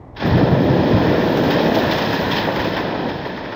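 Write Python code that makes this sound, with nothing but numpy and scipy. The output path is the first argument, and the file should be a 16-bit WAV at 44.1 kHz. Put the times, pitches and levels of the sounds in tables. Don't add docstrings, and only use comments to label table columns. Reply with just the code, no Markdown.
import sys
import numpy as np
from scipy import signal
from scipy.fft import rfft, irfft, next_fast_len
from scipy.io import wavfile
from scipy.ndimage import uniform_filter1d, minimum_filter1d

SR = 44100
rng = np.random.default_rng(int(sys.argv[2]) if len(sys.argv) > 2 else 0)


def master(y):
    cut = np.clip(np.atleast_2d(y).T, -1, 1)
    pcm = np.round(cut * 32767)
    wavfile.write(sys.argv[1], SR, pcm.astype(np.int16))


N = 156555
T = np.arange(N) / SR


def from_db(db):
    return 10 ** (np.asarray(db) / 20)


def unit_power(x):
    return x / np.sqrt(np.mean(x ** 2) + 1e-20)


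def level(rows):
    return from_db(np.interp(T, *np.transpose(rows), left=-120))


def drift(hz):
    step = 40
    pole = np.exp(-2 * np.pi * hz * step / SR)
    noise = rng.standard_normal(N // step + 2002)
    slow = signal.lfilter([1], [1, -2 * pole, pole * pole], noise)[2000:]
    return np.interp(np.arange(N) / step, np.arange(len(slow)), unit_power(slow))


def colour(x, tone):
    size = 2 * next_fast_len(N)
    hz, db = np.transpose(tone)
    log_hz = np.log(np.fft.rfftfreq(size, 1 / SR) + 1)
    gain = from_db(np.interp(log_hz, np.log(hz), db))
    cepstrum = irfft(np.log(gain))[:size // 2]
    cepstrum[1:] *= 2
    response = np.exp(rfft(cepstrum, size))
    return unit_power(irfft(rfft(x, size) * response)[:N])


def low_pass(x, hz):
    return signal.sosfilt(signal.butter(2, hz, fs=SR, output="sos"), x)


def ring(clicks, hz, cycles):
    angle = 2 * np.pi * hz / SR
    fade = np.exp(-np.log(1000) * hz / (cycles * SR))
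    return signal.lfilter([0, np.sin(angle)], [1, -2 * fade * np.cos(angle), fade ** 2], clicks + 1e-18)


def debris(tone, low_hz, high_hz, per_s, cycles, spread_db, crush_db, clump_hz, clump_db=0):
    sizes = from_db(spread_db * np.minimum(rng.exponential(1, N), 4))
    signs = rng.choice([-1, 1], N)
    clicks = sizes * signs * (rng.random(N) < per_s / SR)
    pitches = np.geomspace(low_hz, high_hz, 28)
    which_pitch = rng.integers(0, len(pitches), N)
    knocks = sum(np.sqrt(hz) * unit_power(ring(clicks * (which_pitch == k), hz, cycles))
                 for k, hz in enumerate(pitches))
    hiss = from_db(crush_db) * colour(rng.standard_normal(N), tone)
    surges = from_db(clump_db * drift(clump_hz))
    return unit_power((colour(knocks, tone) + hiss) * surges)


def burst(start, decay_s, rise_s=0.0089):
    age = np.maximum(T - start, 0)
    return np.minimum(age / rise_s, 1) * np.exp(-np.maximum(age - rise_s, 0) / decay_s)


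# frequency in Hz, relative level in dB.
TOWN_TONE = [(20, -17), (45, -3), (105, -1.5), (180, -9.5), (350, -10.5), (700, -12.5), (1100, -19.5),
             (1400, -34), (2000, -30.5), (2800, -45.5), (6000, -56), (15000, -72.5)]

def background():
    idle_hz = 105.5 * (1 + 0.036 * drift(9))
    hum = np.sqrt(2) * np.sin(2 * np.pi * np.cumsum(idle_hz) / SR)
    town = colour(rng.standard_normal(N), TOWN_TONE)
    return from_db(-39) * town + from_db(-50) * hum


# delay in seconds, relative level in dB.
WALL_ECHOES = [(.037, -16), (.083, -17), (.141, -14)]

def courtyard(sound, tail_s=0.88):
    tail = rng.standard_normal(N) * np.exp(-np.log(1000) * T / tail_s)
    tail *= T > WALL_ECHOES[0][0]
    response = from_db(-13) * tail / np.linalg.norm(tail)
    for delay, db in WALL_ECHOES:
        response[int(delay * SR)] += from_db(db)
    return low_pass(signal.fftconvolve(sound, response)[:N], hz=4480)


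# start in seconds, shard level in dB, plate level in dB, decay in seconds.
SLAB_BURSTS = [(0.161, -35.5, -33.5, 0.044), (0.196, -29.5, -43, 0.021), (.25, -39, -32, 0.033),
               (0.369, -31.5, -23, .025), (1.364, -37, -25, 0.019), (1.43, -36, -24, .015),
               (1.5, -22, -24, 0.025), (1.738, -23.5, -24, 0.033), (1.908, -20, -24, 0.028),
               (1.975, -28.5, -23, .015), (2.017, -23.5, -28, 0.0092), (2.124, -26, -20.5, 0.032),
               (2.308, -21, -25, 0.027), (2.358, -22.5, -25.5, 0.042), (2.553, -29, -19, 0.022),
               (2.59, -27, -20.5, 0.036), (2.639, -26.5, -23.5, 0.029), (2.76, -30, -24, 0.043),
               (3.085, -33, -25, 0.019), (3.247, -37, -26.5, 0.035), (3.368, -37.5, -28.5, 0.018),
               (3.446, -39, -26.5, 0.015), (3.516, -36.5, -24, 0.015)]

def slab_bursts():
    plate_surge, shard_surge, powder_boost = np.zeros(N), np.zeros(N), np.ones(N)
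    for start, shard_db, plate_db, decay_s in SLAB_BURSTS:
        spray = burst(start, decay_s)
        plate_surge += (from_db(plate_db) * spray) ** 2
        shard_surge += (from_db(shard_db) * spray) ** 2
        powder_boost += (from_db(6.5) * spray) ** 2
    return plate_surge, shard_surge, powder_boost


# time in seconds, relative level in dB.
POWDER_LEVELS = [(.15, -73), (.27, -53), (.5, -54.5), (1.2, -47.5), (1.9, -43), (2.4, -45.5), (2.78, -52),
                 (2.9, -58), (3.55, -65.5)]
# frequency in Hz, relative level in dB.
POWDER_COLOUR = [(4000, -30.5), (5500, -1), (6500, -7), (7300, -16), (8300, -26), (10800, -24),
                 (11600, -41.5), (12600, -17.5), (13500, -13.5), (14200, -6), (14800, 2), (15600, -10)]

def powder(boost):
    fizz = debris(POWDER_COLOUR, low_hz=5500, high_hz=15500, per_s=5000, cycles=87,
                  spread_db=-0.5, crush_db=0.5, clump_hz=19, clump_db=1)
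    return fizz * level(POWDER_LEVELS) * np.sqrt(boost)


# time in seconds, relative level in dB.
SHARD_LEVELS = [(.15, -61), (.22, -31.5), (.38, -34), (.56, -36.5), (.9, -32.5), (1.45, -32), (1.6, -27),
                (1.7, -34), (1.8, -30.5), (2.08, -28), (2.28, -30.5), (2.38, -26.5), (2.5, -35.5),
                (2.77, -32), (2.88, -35.5), (3.55, -41.5)]
# frequency in Hz, relative level in dB.
SHARD_COLOUR = [(1500, -45.5), (2200, -7.5), (2550, -2), (2850, -3.5), (3250, 1.5), (3800, -1.5),
                (4300, -5), (4650, -8), (5100, -5), (5550, -11.5), (5850, -29), (6300, -19.5), (7000, -43),
                (8000, -52), (11700, -65.5)]

def shards(surge):
    tinkle = debris(SHARD_COLOUR, low_hz=2100, high_hz=6480, per_s=2800, cycles=35,
                    spread_db=2.5, crush_db=-1.5, clump_hz=55, clump_db=-0.26)
    return tinkle * np.sqrt(level(SHARD_LEVELS) ** 2 + surge)


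# time in seconds, relative level in dB.
PLATE_LEVELS = [(.15, -54), (.21, -25.5), (.37, -28.5), (.52, -29), (1.13, -25), (1.46, -26.5), (1.55, -23),
                (1.7, -26), (1.95, -23), (2.27, -25.5), (2.38, -21), (2.5, -27), (2.62, -26.5),
                (2.95, -27.5), (3.2, -34), (3.55, -33)]
# frequency in Hz, relative level in dB.
PLATE_COLOUR = [(500, -41.5), (850, 4.5), (1020, 2.5), (1200, -7), (1450, -3), (1750, 2), (1980, -2),
                (2150, -9.5), (2450, -7.5), (2900, -17), (5000, -74.5)]

def plates(surge):
    clatter = debris(PLATE_COLOUR, low_hz=770, high_hz=2890, per_s=1500, cycles=14,
                     spread_db=2, crush_db=0.5, clump_hz=10, clump_db=0.9)
    return clatter * np.sqrt(level(PLATE_LEVELS) ** 2 + surge)


# time in seconds, relative level in dB.
CHUNK_LEVELS = [(.14, -48), (.24, -19), (.4, -14.5), (.6, -16.5), (.88, -14.5), (1.12, -14.5), (1.35, -15),
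                (1.55, -15.5), (1.78, -16), (1.9, -17), (2.28, -19.5), (2.48, -19.5), (2.75, -20),
                (3.09, -20), (3.15, -26), (3.55, -28)]
# frequency in Hz, relative level in dB.
CHUNK_COLOUR = [(100, -53), (170, -10), (230, -1), (310, 0.5), (390, -3.5), (500, -3), (640, -4.5),
                (780, -9), (940, -14), (1130, -21), (1400, -18), (2500, -81.5)]
# time in seconds, boost of highs over lows in dB.
CHUNK_BRIGHTNESS = [(.3, -1), (1.2, -3.5), (1.8, 2), (3.2, 3)]
# start in seconds, relative level in dB.
HARD_LANDINGS = [(0.253, -20), (.392, -22), (1.029, -27), (1.279, -36), (1.76, -20), (2.471, -18),
                 (3.252, -28)]

def chunks():
    tumble = debris(CHUNK_COLOUR, low_hz=168, high_hz=1303, per_s=1500, cycles=5.4,
                    spread_db=1.5, crush_db=-5, clump_hz=11)
    lows = signal.sosfiltfilt(signal.butter(2, 570, fs=SR, output="sos"), tumble)
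    highs = tumble - lows
    tilt = from_db(np.interp(T, *np.transpose(CHUNK_BRIGHTNESS)) / 2)
    landings = sum(from_db(db) * burst(start, decay_s=0.015) for start, db in HARD_LANDINGS)
    return (lows / tilt + highs * tilt) * level(CHUNK_LEVELS) + unit_power(highs) * landings


# time in seconds, relative level in dB.
BLOCK_LEVELS = [(.17, -47.5), (.25, -19), (.35, -13.5), (.47, -15), (.78, -18.5), (.87, -21), (1.0, -17),
                (1.25, -25), (1.46, -21), (1.7, -25.5), (2.4, -24), (2.75, -29), (3.1, -30), (3.55, -40)]
# frequency in Hz, relative level in dB.
BLOCK_COLOUR = [(15, -42.5), (25, -31.5), (38, -22), (52, -14), (80, -6.5), (120, 1.5), (190, 3), (235, -6),
                (330, -38), (600, -77.5)]

def blocks():
    rumble = debris(BLOCK_COLOUR, low_hz=28, high_hz=344, per_s=700, cycles=6.4,
                    spread_db=2.5, crush_db=-8, clump_hz=27)
    return rumble * level(BLOCK_LEVELS)


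# start in seconds, relative level in dB, pitch in Hz.
BLOCK_LANDINGS = [(.305, -11.5, 82), (0.314, -10.5, 125.5), (0.355, -8, 120), (0.424, -16.5, 240),
                  (0.523, -6.5, 159.7), (.702, -5, 150), (.94, -8.5, 109.4), (0.943, -5.5, 277),
                  (0.996, -9, 185), (1.189, -10, 292), (1.46, -24.5, 91), (1.825, -22, 83.5),
                  (1.864, -15.5, 126), (2.187, -14, 187), (2.215, -21.5, 80), (2.586, -24, 75),
                  (3.055, -15, 278), (3.08, -18, 220)]

def thuds(cycles=6.2):
    booms = np.zeros(N)
    for start, db, hz in BLOCK_LANDINGS:
        click = signal.unit_impulse(N, int(start * SR))
        boom = ring(ring(click, hz, cycles), hz, cycles)
        booms += from_db(db) * boom / np.abs(boom).max()
    return low_pass(booms, hz=715)


def scene():
    plate_surge, shard_surge, powder_boost = slab_bursts()
    heavy_ice = blocks() + chunks() + thuds()
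    splinters = plates(plate_surge) + shards(shard_surge) + powder(powder_boost)
    crash = from_db(-2.5) * (heavy_ice + splinters)
    return (crash + courtyard(crash) + background())[None]


def record(dry, lowest_hz=32.2, highest_hz=15720, peak_limit=0.68):
    heard = signal.sosfilt(signal.butter(4, lowest_hz, "high", fs=SR, output="sos"), dry)
    peak = -minimum_filter1d(-np.abs(heard), size=400)
    gain = uniform_filter1d(np.minimum(1, peak_limit / (peak + 1e-9)), size=400)
    treble_cut = signal.ellip(12, .1, 100, highest_hz, fs=SR, output="sos")
    return signal.sosfilt(treble_cut, heard * gain)


dry = scene()
out = record(dry)
master(out)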